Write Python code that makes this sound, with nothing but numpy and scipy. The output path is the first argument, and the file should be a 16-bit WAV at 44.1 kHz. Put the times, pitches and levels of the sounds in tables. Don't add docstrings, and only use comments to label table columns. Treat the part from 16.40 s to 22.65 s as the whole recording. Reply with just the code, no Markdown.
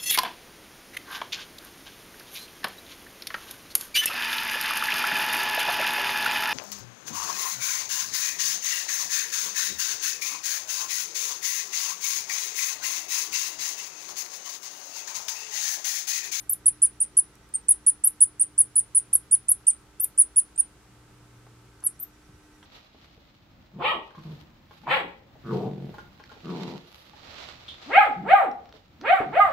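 import sys
import numpy as np
from scipy import signal
from scipy.fft import rfft, irfft, next_fast_len
from scipy.io import wavfile
from scipy.ndimage import uniform_filter1d

SR = 44100
rng = np.random.default_rng(int(sys.argv[2]) if len(sys.argv) > 2 else 0)


def gain_from_decibels(decibels):
    exponent = np.asarray(decibels, float) / 20
    return 10 ** exponent


def waveform_to_disk(signal):
    frames = np.transpose(np.atleast_2d(signal))
    scaled = np.clip(frames, -1, 1) * 32767
    samples = np.round(scaled).astype(np.int16)
    wavfile.write(sys.argv[1], SR, samples)


N = 275801
LEAD = 4410
SIDES = np.array([[1], [-1]])

# start in seconds, length in seconds, level in dB,
# top pitch in Hz, where the top is reached as a share of the length.
SQUEAKS = [(-0.075, 0.046, -9.5, 13090, 0.42), (0.093, 0.044, -16.5, 13000, 0.29),
           (0.257, 0.035, -12, 11080, 0.55), (0.418, 0.045, -14, 10100, 0.32),
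           (0.601, 0.037, -17, 9720, 0.46), (0.768, 0.033, -12, 10970, 0.45),
           (1.283, 0.042, -12.5, 11170, 0.42), (1.463, 0.041, -14.5, 10520, 0.35),
           (1.637, 0.044, -13, 12000, 0.55), (1.804, 0.039, -11.5, 10180, 0.52),
           (1.995, 0.039, -15, 9700, 0.55), (2.178, 0.042, -13, 10940, 0.5),
           (2.355, 0.047, -15, 10090, 0.28), (2.547, 0.044, -15, 10050, 0.3),
           (2.729, 0.032, -12.5, 11660, 0.47), (2.91, 0.044, -14.5, 10490, 0.65),
           (3.082, 0.043, -14, 11580, 0.6), (3.267, 0.041, -12, 9586, 0.36),
           (3.597, 0.05, -16.5, 13370, 0.6), (3.776, 0.049, -14, 10270, 0.39),
           (3.959, 0.042, -15, 10520, 0.45)]
# start in seconds, length in seconds, level in dB,
# change of level from start to end in dB.
STRAYS = [
    (1.138, 0.025, -16.5, 9),
    (4.159, 0.0098, -35.5, -13),
    (4.177, 0.035, -16.5, 5.5),
    (5.438, .039, -19, 10.5),
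    (5.592, 0.0054, -36, -11),
    (5.598, 0.043, -23.5, 7),
]
# first pitch in Hz, top pitch in Hz, top as a share of the length,
# landing pitch in Hz, closing pitch in Hz.
STRAY_ARCHES = [(9000, 9150, .3, 8000, 9400), (7633, 8500, 0.51, 6400, 8000),
                (8980, 9600, 0.71, 9250, 7100), (10700, 11600, .55, 8100, 6850),
                (8000, 8800, 0.63, 9200, 10000), (10600, 13850, 0.34, 11800, 13000)]
# top pitch in Hz, bend of the rise, bend of the fall.
BENDS = [(10300, 1.9, 1.7), (11030, 1.4, 1.05), (12000, 1.396, 1.5), (13230, 1.7, 3.4)]
# left delay in ms, left level in dB,
# right delay in ms, right level in dB.
ECHOES = [(0.587, -1.9, 0.497, -9.4), (0.845, -12.3, 1.151, -13.1), (1.068, -7.7, 1.473, -16.0),
          (1.233, -6.0, 1.954, -17.0), (2.057, -5.9, 2.626, -19.8), (3.609, -14.4, 3.256, -12.5),
          (5.311, -20.9, 3.635, -14.7), (5.928, -14.0, 4.507, -18.1), (6.303, -15.2, 5.335, -19.9)]
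# frequency in Hz, left gain in dB, right gain in dB.
PORTS = [(970, -26.5, -27.5), (2511, -6.5, -13), (5000, -16.5, -10.5), (7000, -8.5, -6), (8464, -13, -7),
         (9000, -2, -1.5), (9980, 2.5, 0.77), (10870, -4.5, -2.5), (11990, -9.5, -11), (13670, -6, -10),
         (13800, -17, -23), (16000, -27.5, -31.5)]
# frequency in Hz, density in dB per Hz.
AIR = [(15, -42.5), (27, -16), (60, -7), (87, -13.5), (200, -13.5), (270, -21), (390, -16), (570, -24),
       (1300, -23), (1800, -26.5), (4000, -31.5), (8000, -33), (13000, -39), (16000, -49.5)]
# frequency in Hz, left-right correlation from -1 to 1.
ALIKE = [(60, 0.94), (130, 0.9), (280, 1), (610, 0.61), (1320, 0.6), (2860, 0.32), (6190, -0.019),
         (13400, -0.41)]
# frequency in Hz, level in dB.
HUM = [(59.2, -66.5), (118.4, -60), (301.5, -65.5), (393.0, -77), (759.0, -85.5), (882.9, -76.5),
       (1082, -85.5), (1200, -82.5), (1319, -75), (1545, -77), (2073, -88), (2492, -88.5)]
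# time in seconds, level in dB.
HUM_SWELL = [
    (0.0, -63),
    (.5, -62.5),
    (1.3, -67.5),
    (2.4, -63.5),
    (3.5, -64.5),
    (3.93, -80.5),
    (4.55, -59.5),
    (5.3, -56.5),
    (5.85, -75),
    (6.25, -66),
]
# first pip in seconds, last pip in seconds.
FOCUS = [
    (0.027, 1.7),
    (5.528, 7),
]
# multiple of the pitch, level at the right port in dB.
PIP = [(1, -68.5), (2, -77), (3, -70)]
# time in seconds, peak level in dB, centre in Hz,
# bandwidth in Hz, 60 dB decay time in seconds.
TICKS = [(.954, -41, 9000, 9000, 0.014), (1.09, -48.5, 8940, 8800, .012), (5.066, -44.5, 810, 404, 0.066),
         (1.315, -47, 695.6, 500, 0.064), (5.404, -47, 7100, 2990, .03), (5.424, -47.5, 1110, 600, 0.18),
         (5.43, -46, 8000, 7000, .015), (5.648, -46, 5000, 6200, 0.024), (5.885, -43.5, 89.6, 60, 0.083),
         (5.93, -47.5, 84.6, 60, 0.17), (6.227, -46, 1100, 703, 0.074), (6.227, -45.5, 3220, 700, 0.069)]


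def on_hz(table, column, count):
    hz = np.maximum(np.fft.rfftfreq(count, 1 / SR), 1)
    return np.interp(np.log(hz), np.log(np.array(table)[:, 0]), np.array(table)[:, column])


def two_ports(mid, side, alike):
    return np.sqrt(1 + alike) * mid + np.sqrt(1 - alike) * side * SIDES


def walk(rate_hz):
    hold = int(SR / rate_hz)
    drift = np.repeat(rng.standard_normal(N // hold + 1), hold)
    drift = uniform_filter1d(uniform_filter1d(drift, hold), hold)[:N]
    return drift / drift.std()


def calls():
    from_hz, to_hz, shut_hz = 8170, 9130, 6565
    run = []
    for start, length, db, top_hz, at in SQUEAKS:
        above_hz = top_hz - 10500
        change_db = -4 + 2.5 * start + 5 * (at - .5) + 1.5 * above_hz / 1000
        land_hz = min(to_hz - 0.11 * above_hz, top_hz - 990)
        run.append((start, length, db, change_db, from_hz, top_hz, at, land_hz, shut_hz))
    strays = [tuple(a) + tuple(b) for a, b in zip(STRAYS, STRAY_ARCHES)]
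    return sorted(run + strays)


def arch(share, from_hz, top_hz, at, to_hz):
    at = np.clip(at, .1, .9)
    hz, *bends = np.transpose(BENDS)
    up, down = (max(np.interp(top_hz, hz, bend), .6) for bend in bends)
    rise = (top_hz - from_hz) * np.clip(1 - share / at, 0, 1) ** up
    fall = (top_hz - to_hz) * np.clip((share - at) / (1 - at), 0, 1) ** down
    return top_hz - rise - fall


def mouse(open_s=0.0025, shut_s=0.000612, drop_s=0.0014, shut_db=14.5, wobble_hz=39.7,
          snap_db=-18.5, sigh_db=-33.0, octave_db=-13.5, pan_db=-1.1):
    out, after = np.zeros((2, N + LEAD)), np.arange(700) / SR
    squeaks = calls()
    wobble, puff = rng.standard_normal((2, len(squeaks), 4410))
    for k, (start, length, db, change_db, *pitch, shut_hz) in enumerate(squeaks):
        t = np.arange(int(length * SR)) / SR
        hz = uniform_filter1d(arch(t / length, *pitch), len(t) // 16, mode="nearest")
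        shutting = np.exp((t - length) / drop_s)
        hz = hz + (shut_hz - hz[-1]) * shutting
        hz = hz - 1100 * np.exp(-t / .0009)
        hz = hz + wobble_hz * 6 * uniform_filter1d(wobble[k, :len(t)], size=36)
        turn = 2 * np.pi * np.cumsum(hz) / SR

        push = np.clip(t / open_s, 0, 1) * np.clip((length - t) / shut_s, 0, 1)
        push = push * gain_from_decibels(change_db * (t / length - .5) - shut_db * shutting)
        octave = gain_from_decibels(octave_db + 6.0 * wobble[k, -1]) * np.exp(-t / .0018) * np.cos(2 * turn)
        snap = gain_from_decibels(snap_db) * uniform_filter1d(puff[k, :len(t)], size=3) * np.exp(-t / 0.0026)
        whistle = np.sqrt(2) * push * (np.sin(turn) + octave) + snap

        rough = 1 + .9 * uniform_filter1d(puff[k, -len(after):], size=9)
        slide_hz = (1900 + (shut_hz - 1900) * np.exp(-after / 0.0041)) * rough
        fade = np.exp(-after / 0.032) * (1 + 3 * np.exp(-after / .0015))
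        sigh = gain_from_decibels(sigh_db + 5.0 * wobble[k, -2]) * fade * np.sin(2 * np.pi * np.cumsum(slide_hz) / SR)

        call = np.concatenate([whistle, sigh])
        i = int(start * SR) + LEAD
        out[:, i:i + len(call)] += call * gain_from_decibels(db + pan_db * SIDES / 2)
    return out


def room(x, rise_s=0.00099):
    t = np.arange(SR // 2) / SR
    diffuse = np.sqrt(2) * rng.standard_normal(len(t))
    fade = 0
    for db, t60_s in [(-10, 0.089), (-35, .3)]:
        fade = fade + gain_from_decibels(db - 60 * t / t60_s) / np.sqrt(t60_s * SR / np.log(1000))
    tail = diffuse * fade * (1 - np.exp(-(t / rise_s) ** 2))

    count = next_fast_len(x.shape[1] + len(t))
    turn_per_ms = -2j * np.pi * np.fft.rfftfreq(count, 1 / SR) / 1000
    delay_ms = np.array(ECHOES)[:, 0::2, None]
    gain = gain_from_decibels(np.array(ECHOES)[:, 1::2, None])
    early = 1 + sum(g * np.exp(turn_per_ms * d) for d, g in zip(delay_ms, gain))
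    path = early / np.sqrt(1 + (gain ** 2).sum(0)) + rfft(tail, count)

    cep = irfft(np.log(gain_from_decibels([on_hz(PORTS, side, count=1024) for side in (1, 2)])))
    folded = np.concatenate([cep[:, :1], 2 * cep[:, 1:512], 0 * cep[:, 512:]], axis=1)
    colour = irfft(np.exp(rfft(folded)))
    return irfft(rfft(x, count) * path * rfft(colour, count), count)[:, LEAD:LEAD + N]


def air(level_db=-62.5, drift_db=.3, pan_db=-.6):
    count = next_fast_len(N)
    alike = np.clip(on_hz(ALIKE, 1, count=count), -.9, .99)
    mid, side = rfft(rng.standard_normal((2, count))) * gain_from_decibels(on_hz(AIR, 1, count=count))
    both = irfft(two_ports(mid, side, alike), count)[:, :N]
    sos = signal.butter(2, [500, 8000], "bandpass", fs=SR, output="sos")
    middle = signal.sosfilt(sos, both.mean(0))
    return both * gain_from_decibels(level_db + drift_db * walk(1.7) + pan_db * SIDES / 2) / middle.std()


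def hum(waver_db=1.8, waver_hz=0.676):
    swell_s, swell_db = np.transpose(HUM_SWELL)
    out = 0
    for hz, db in HUM:
        if 110 < hz < 130:
            db = np.interp(np.arange(N) / SR, swell_s, swell_db)
        phase = 2 * np.pi * (rng.random() + np.cumsum(hz + waver_hz * walk(2)) / SR)
        out = out + np.sqrt(2) * gain_from_decibels(db + waver_db * walk(4)) * np.sin(phase)
    return out


def focus(hz=1923., period_s=.1, on_s=0.04, left_db=-18.0):
    t, gate = np.arange(N) / SR, np.zeros(N)
    for first, last in FOCUS:
        gate += (t >= first) & (t < last + on_s) & ((t - first) % period_s < on_s)
    whine = sum(gain_from_decibels(db) * np.sin(2 * np.pi * round(k) * hz * t) for k, db in PIP)
    pip = np.sqrt(2) * uniform_filter1d(gate, size=200) * whine * gain_from_decibels(.6 * walk(6))
    return np.array([pip * gain_from_decibels(left_db), pip])


def band(x, hz, width_hz):
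    return signal.lfilter(*signal.iirpeak(hz, hz / width_hz, fs=SR), x)


def ticks():
    out, t = np.zeros((2, N + SR)), np.arange(SR // 4) / SR
    grit = rng.standard_normal((len(TICKS), 2, len(t)))
    for (start, db, hz, width_hz, t60_s), (mid, side) in zip(TICKS, grit):
        burst = (mid + min(hz / 6000, .6) * side * SIDES) * gain_from_decibels(-60 * t / t60_s)
        burst = band(band(burst, hz, width_hz), hz, width_hz * 2)
        i = int(start * SR)
        out[:, i:i + len(t)] += burst * gain_from_decibels(db) / np.abs(burst).max()
    return out[:, :N]


def scene():
    return room(mouse()) * gain_from_decibels(.8 * SIDES) + air() + hum() + focus() + ticks()


def roll_off(x):
    return signal.sosfilt(signal.butter(12, 16100, fs=SR, output="sos"), x)


def record(dry, ceiling=.55, spill=.2):
    over = dry - np.clip(dry, -ceiling, ceiling)
    over = signal.sosfiltfilt(signal.butter(6, 11800, fs=SR, output="sos"), over)
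    return roll_off(dry - spill * over)


dry = scene()
out = record(dry)
waveform_to_disk(out)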